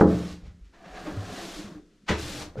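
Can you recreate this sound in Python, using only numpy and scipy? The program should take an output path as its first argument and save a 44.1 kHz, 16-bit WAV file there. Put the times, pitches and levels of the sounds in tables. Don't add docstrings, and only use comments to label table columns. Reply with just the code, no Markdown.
import sys
import numpy as np
from scipy import signal
from scipy.fft import rfft, irfft
from scipy.io import wavfile

SR = 44100
rng = np.random.default_rng(int(sys.argv[2]) if len(sys.argv) > 2 else 0)


def output_pcm(signal):
    pcm = np.clip(np.atleast_2d(signal).T, -1, 1) * 32767
    wavfile.write(sys.argv[1], SR, np.round(pcm).astype(np.int16))


def elevation(decibels):
    levels = np.asarray(decibels, float)
    return 10 ** (levels / 20)


N = 114660
T = np.arange(N) / SR

# (time [s], speed as hiss level [dB], pressure as drag level [dB])
STROKES = [(.04, -59, -55.5), (.11, -47.5, -36), (.33, -49.5, -50), (0.389, -64, -59), (0.561, -83, -73),
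           (0.722, -84, -85), (.75, -70.5, -61.5), (1.0, -52.5, -44.5), (1.11, -52, -39.5),
           (1.16, -53, -43), (1.38, -43.5, -42), (1.59, -44.5, -45), (1.77, -64, -51), (1.83, -76, -72),
           (2.099, -81, -82.5), (2.19, -41, -43.5), (2.428, -41.5, -43.5), (2.528, -68.5, -57)]
# (frequency [Hz], level [dB], T60 [s])
BOARD_MODES = [(48, 1, 0.48), (77.2, -5.5, .8), (100, -6, .6), (125.7, -6, .45), (176.6, 1.5, .6),
               (200, 0.5, 0.56), (255.8, -9.5, 0.44), (302.7, -1, 0.54), (344.5, -0.5, 0.43), (430, -1, .4),
               (518, -9, 0.24), (601.5, -7.5, .3), (723.6, 1.5, 0.18), (817, -2.5, .3)]
BRISK_DB = -45


def evened(x):
    return x / np.sqrt(np.mean(x ** 2) + 1e-20)


def colour(x, points):
    size = x.shape[-1]
    hz, db = np.transpose(points)
    bins_hz = np.fft.rfftfreq(size, 1 / SR)
    gain = elevation(np.interp(np.log(bins_hz + 1), np.log(hz + 1), db))
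    return irfft(rfft(x) * gain, size)


def drift(hz):
    lowpass = signal.butter(2, hz, fs=SR, output="sos")
    return evened(signal.sosfilt(lowpass, rng.standard_normal(N)))


def add(mix, s, sound):
    part = mix[round(max(s, 0) * SR):][:len(sound)]
    part += sound[:len(part)]


def air():
    # (frequency [Hz], level [dB])
    air_curve = [(20, -13), (120, -15.5), (200, -6.5), (400, -15), (800, -38.5), (1300, -27), (6700, -33.5),
                 (13000, -50), (14500, -83)]
    tone = elevation(-64.5) * evened(colour(rng.standard_normal(N), air_curve))
    s, _, press_db = np.transpose(STROKES)
    effort_db = np.interp(T, s, press_db) - BRISK_DB
    rumble = evened(colour(rng.standard_normal(N), [(15, -10), (30, 0), (70, -25), (200, -70)]))
    rumble_db = -54 + 1.8 * drift(8) + 0.35 * effort_db
    return tone + elevation(rumble_db) * rumble


def room(x):
    t60, echoes_per_s, first_s = 0.14, 3000, .003
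    u = np.arange(SR // 4) / SR
    signs = rng.choice([-1., 1.], (3, len(u)))
    struck = rng.random((3, len(u))) < echoes_per_s / SR
    tails = signs * struck * (u > first_s) * elevation(-60 * u / t60)
    tails = tails / np.linalg.norm(tails, axis=1, keepdims=True)
    turn = T * 3 + np.arange(3)[:, None] / 3
    fed = x * np.cos(np.pi * turn) * np.sqrt(2 / 3)
    return signal.fftconvolve(fed, tails, axes=1)[:, :N].sum(0)


def strike(centre_hz, share, spread, cycles, soft_s, haze_db):
    u = np.arange(SR // 2) / SR
    hz, db, t60 = np.transpose(BOARD_MODES)[:, :, None]
    luck = .5 + rng.random((len(BOARD_MODES), 1))
    near = np.exp(-.5 * (np.log2(hz / centre_hz) / spread) ** 2) * luck * elevation(db)
    decay = np.exp(-np.log(1000) * u / (t60 * share))
    modes = -(near * decay * np.sin(2 * np.pi * hz * u)).sum(0)
    modes = modes / np.sqrt((near ** 2).sum() / 2 + .015)

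    bins_hz = np.fft.rfftfreq(len(u), 1 / SR) + 1
    band = np.exp(-.5 * (np.log2(bins_hz / centre_hz) / spread) ** 2) / np.sqrt(bins_hz)
    haze = evened(irfft(rfft(rng.standard_normal(len(u))) * band))
    haze_t60 = 0.55 * share
    haze = haze * elevation(haze_db - 60 * u / haze_t60)

    rise_s = cycles / centre_hz + soft_s
    onset = np.sin(np.pi / 2 * np.minimum(u / rise_s, 1)) ** 2
    return onset * (modes + haze)


def knocks():
    # (time [s], level [dB], centre [Hz], share of the board T60 [ratio], spread [octaves])
    head_blows = [(.0, -22, 600, .24, .37), (.0104, -13.5, 230, .95, .5), (.013, -15.5, 480, .95, .4),
                  (.0104, -15, 430, .12, .15), (.009, -16, 1450, .1, .3), (.012, -22, 1080, .6, .4),
                  (.047, -21, 345, .5, .15), (.025, -25, 85, .9, .3), (.08, -25, 175, .6, .12),
                  (.13, -27, 135, 1, .3), (2.086, -31, 1300, .4, .08), (2.087, -30, 1950, .4, .1),
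                  (2.096, -34, 970, .5, .08), (2.0962, -23, 200, .22, .55), (2.104, -28, 470, .8, .45),
                  (2.1185, -22.5, 205, .25, .12), (2.105, -30, 75, .9, .3), (2.5562, -40.5, 515, .3, .12),
                  (2.570, -38, 480, 1.1, .2), (2.564, -47, 1400, .4, .1), (2.568, -41, 200, .5, .3),
                  (2.581, -30, 135, .8, .15), (2.588, -47, 1600, .6, .5)]
    # (time [s], level [dB], centre [Hz], share of T60 [ratio], spread [octaves])
    soft_bumps = [(.305, -32, 81, .35, .4), (.419, -38, 70, .65, .5), (.455, -38, 60, .33, .4),
                  (.471, -44, 110, .45, .5), (.43, -56, 520, .6, .3), (.539, -50, 130, .5, .5),
                  (.6, -43, 52, .6, .4), (.656, -43.5, 48, .3, .4), (.86, -49, 185, .5, .1),
                  (.9, -48, 44.4, .72, .4), (1.0, -48.5, 60.6, .6, .4), (1.052, -43, 330, .2, .2),
                  (1.058, -38, 580, .9, .15), (1.068, -42, 850, .3, .12), (1.072, -28.5, 303, .3, .06),
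                  (1.11, -44, 350, .4, .2), (1.115, -36, 178, .4, .08), (1.13, -43, 75, .6, .2),
                  (1.166, -29, 96, .6, .12), (1.21, -39, 190, .3, .15), (1.25, -40, 100, .5, .15),
                  (1.285, -38, 100, .25, .2), (1.315, -43, 180, .3, .2), (1.575, -39, 305, .5, .12),
                  (1.59, -46, 200, .4, .1), (1.635, -45, 100, .4, .3), (1.64, -41, 215, .6, .15),
                  (1.695, -44, 290, .4, .15), (1.715, -38, 190, .3, .15), (1.736, -33, 303, .4, .07),
                  (1.75, -42, 80, .2, .4), (1.79, -52, 330, 1.1, .5), (2.031, -52, 190, .4, .15),
                  (2.219, -41, 115, .8, .2), (2.35, -43, 110, 1, .3), (2.405, -43, 900, .24, .4),
                  (2.46, -45, 320, .44, .2), (2.465, -45, 100, .5, .3)]
    # (rise [cycles], extra rise [s], haze level [dB])
    hard, soft = (.2, .0002, -5), (.46, .006, -5)
    out = np.zeros(N)
    for hits, contact in [(head_blows, hard), (soft_bumps, soft)]:
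        for s, db, centre_hz, share, spread in hits:
            add(out, s, elevation(db) * strike(centre_hz, share, spread, *contact))
    return out


def ticks():
    ticks_per_s, size_spread_db, clump_db = 9000, 1.5, 0.3
    size = elevation(size_spread_db * rng.exponential(1, N)) * rng.choice([-1., 1.], N)
    clicks = size * (rng.random(N) < ticks_per_s / SR)
    return evened(clicks) * elevation(clump_db * drift(60))


def head():
    # (frequency [Hz], bandwidth [Hz], level [dB])
    head_modes = [(738, 35, 3), (1190, 200, -5.5), (1680, 130, -4.5), (2330, 64, -15)]
    # (time [s], level [dB])
    trail = [
        (.72, -92.5),
        (.745, -61),
        (0.981, -44),
        (1.05, -54),
        (1.4, -44.5),
        (1.6, -82),
        (1.8, -94),
    ]
    u = np.arange(SR // 8) / SR
    ring = np.zeros(len(u))
    for hz, width, db in head_modes:
        decay = np.exp(-np.pi * width * u)
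        ring += elevation(db) * np.sqrt(width) * decay * np.sin(2 * np.pi * hz * u)
    s, trail_db = np.transpose(trail)
    return evened(signal.fftconvolve(ticks(), ring)[:N]) * elevation(np.interp(T, s, trail_db))


def scuffs():
    # (time [s], level [dB], rise [s], T60 [s], treble tilt [dB per octave])
    bursts = [(.006, -42, .008, .16, -1), (.47, -59, 0.0284, 0.26, -3.5), (0.654, -67.5, .01, 0.29, -2),
              (0.742, -59, 0.014, .4, -7), (0.861, -52, 0.015, 0.42, -7), (0.972, -48, 0.028, 0.35, -4.5),
              (1.075, -44, .02, 0.19, -6.5), (2.071, -55.5, 0.0061, .2, -3.5),
              (2.094, -25, 0.0095, 0.27, -5), (2.418, -45, 0.019, 0.17, -16), (2.585, -55, .012, .4, -3),
              (2.597, -49.5, 0.011, .2, -18)]
    # (frequency [Hz], level [dB])
    slap_curve = [(150, -21), (500, -6), (1300, -2.5), (2000, 1.5), (4500, -2), (7000, -7), (11000, -20.5),
                  (15500, -26.5)]
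    out = np.zeros(N + 2 * SR)
    u = np.arange(-2048, 14336) / SR
    grain = np.pad(colour(ticks(), slap_curve), SR, "wrap")
    for s, db, rise, t60, tilt_db in bursts:
        swell = np.where(u < 0, np.exp(-(u / rise) ** 2), elevation(-60 * np.maximum(u, 0) / t60))
        at = 1 + s + u[0]
        clicks = grain[round(at * SR):][:len(u)]
        clicks = evened(colour(clicks, [(1000, 0.02), (16000, 4 * tilt_db)]))
        add(out, at, elevation(db) * swell * clicks)
    return out[SR:SR + N]


def bristles():
    # (frequency [Hz], level [dB])
    hiss_curve = [(300, 3), (800, -5), (1500, -1.5), (4000, 1), (7000, -5), (10000, -13.5), (12500, -18),
                  (15500, -36)]
    # (frequency [Hz], level [dB])
    push_curve = [(40, -22.5), (100, -14.5), (180, 3), (400, 5), (730, 0), (1100, -0.5), (1800, -7),
                  (3500, -35)]
    s, speed_db, press_db = np.transpose(STROKES)
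    speed_db, press_db = np.interp(T, s, speed_db), np.interp(T, s, press_db)

    hiss = evened(colour(ticks(), hiss_curve))
    top = colour(hiss, [(3000, -40.5), (9000, -8), (13000, -0.5)])
    top_db = 0.58 * (speed_db - BRISK_DB)
    hiss = hiss - top + top * elevation(top_db)

    u = np.arange(SR // 4) / SR
    ring = np.zeros(len(u))
    for hz, db, t60 in BOARD_MODES:
        damped_t60 = t60 * 0.22
        ring += elevation(db - 60 * u / damped_t60) * np.sin(2 * np.pi * hz * u) / np.sqrt(t60)
    push = colour(ticks(), push_curve)
    drag = evened(signal.fftconvolve(push, ring)[:N]) + elevation(3) * evened(push)
    return hiss * elevation(speed_db) + evened(drag) * elevation(press_db)


def scene():
    # (frequency [Hz], side minus mid [dB])
    wall_width = [(60, -29), (200, -24), (400, -18.5), (700, -11.5), (2400, -9), (4400, -10), (8000, -6.5),
                  (13000, -1.5)]
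    # (frequency [Hz], level [dB])
    lean_left = [(300, -48), (1000, -25), (4000, -17), (9000, -14), (11000, -45)]
    # (frequency [Hz], level [dB])
    lean_right = [(10500, -50), (11800, -15), (15000, -15)]
    broom = bristles() + scuffs() + head()
    mid = broom + elevation(-10) * room(broom) + knocks() + air()
    margin = (0, 4096)
    walls = colour(np.pad(room(mid), margin, "linear_ramp"), wall_width)[:N]
    left = colour(np.pad(mid, margin, "linear_ramp"), lean_left)[:N]
    side = walls + left - colour(mid, lean_right)
    return np.array([mid + side, mid - side])


def low_pass(x):
    return signal.sosfilt(signal.butter(12, 15660, fs=SR, output="sos"), x)


def record(dry):
    # (time [s], level [dB])
    opening = [
        (0, -81),
        (1.0, -38.5),
        (1.25, -12.5),
        (1.501, -9.5),
        (1.85, -3),
    ]
    split_hz, edge_hz = 11100, 15640
    mid, side = dry.mean(0), (dry[0] - dry[1]) / 2
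    s, db = np.transpose(opening)
    low = signal.sosfiltfilt(signal.butter(8, split_hz, fs=SR, output="sos"), side)
    side = side - low + low * elevation(np.interp(T, s, db))
    both = np.array([mid + side, mid - side])
    both = signal.oaconvolve(both, signal.firwin(511, edge_hz, fs=SR)[None], "same")
    return low_pass(both)


dry = scene()
out = record(dry)
output_pcm(out)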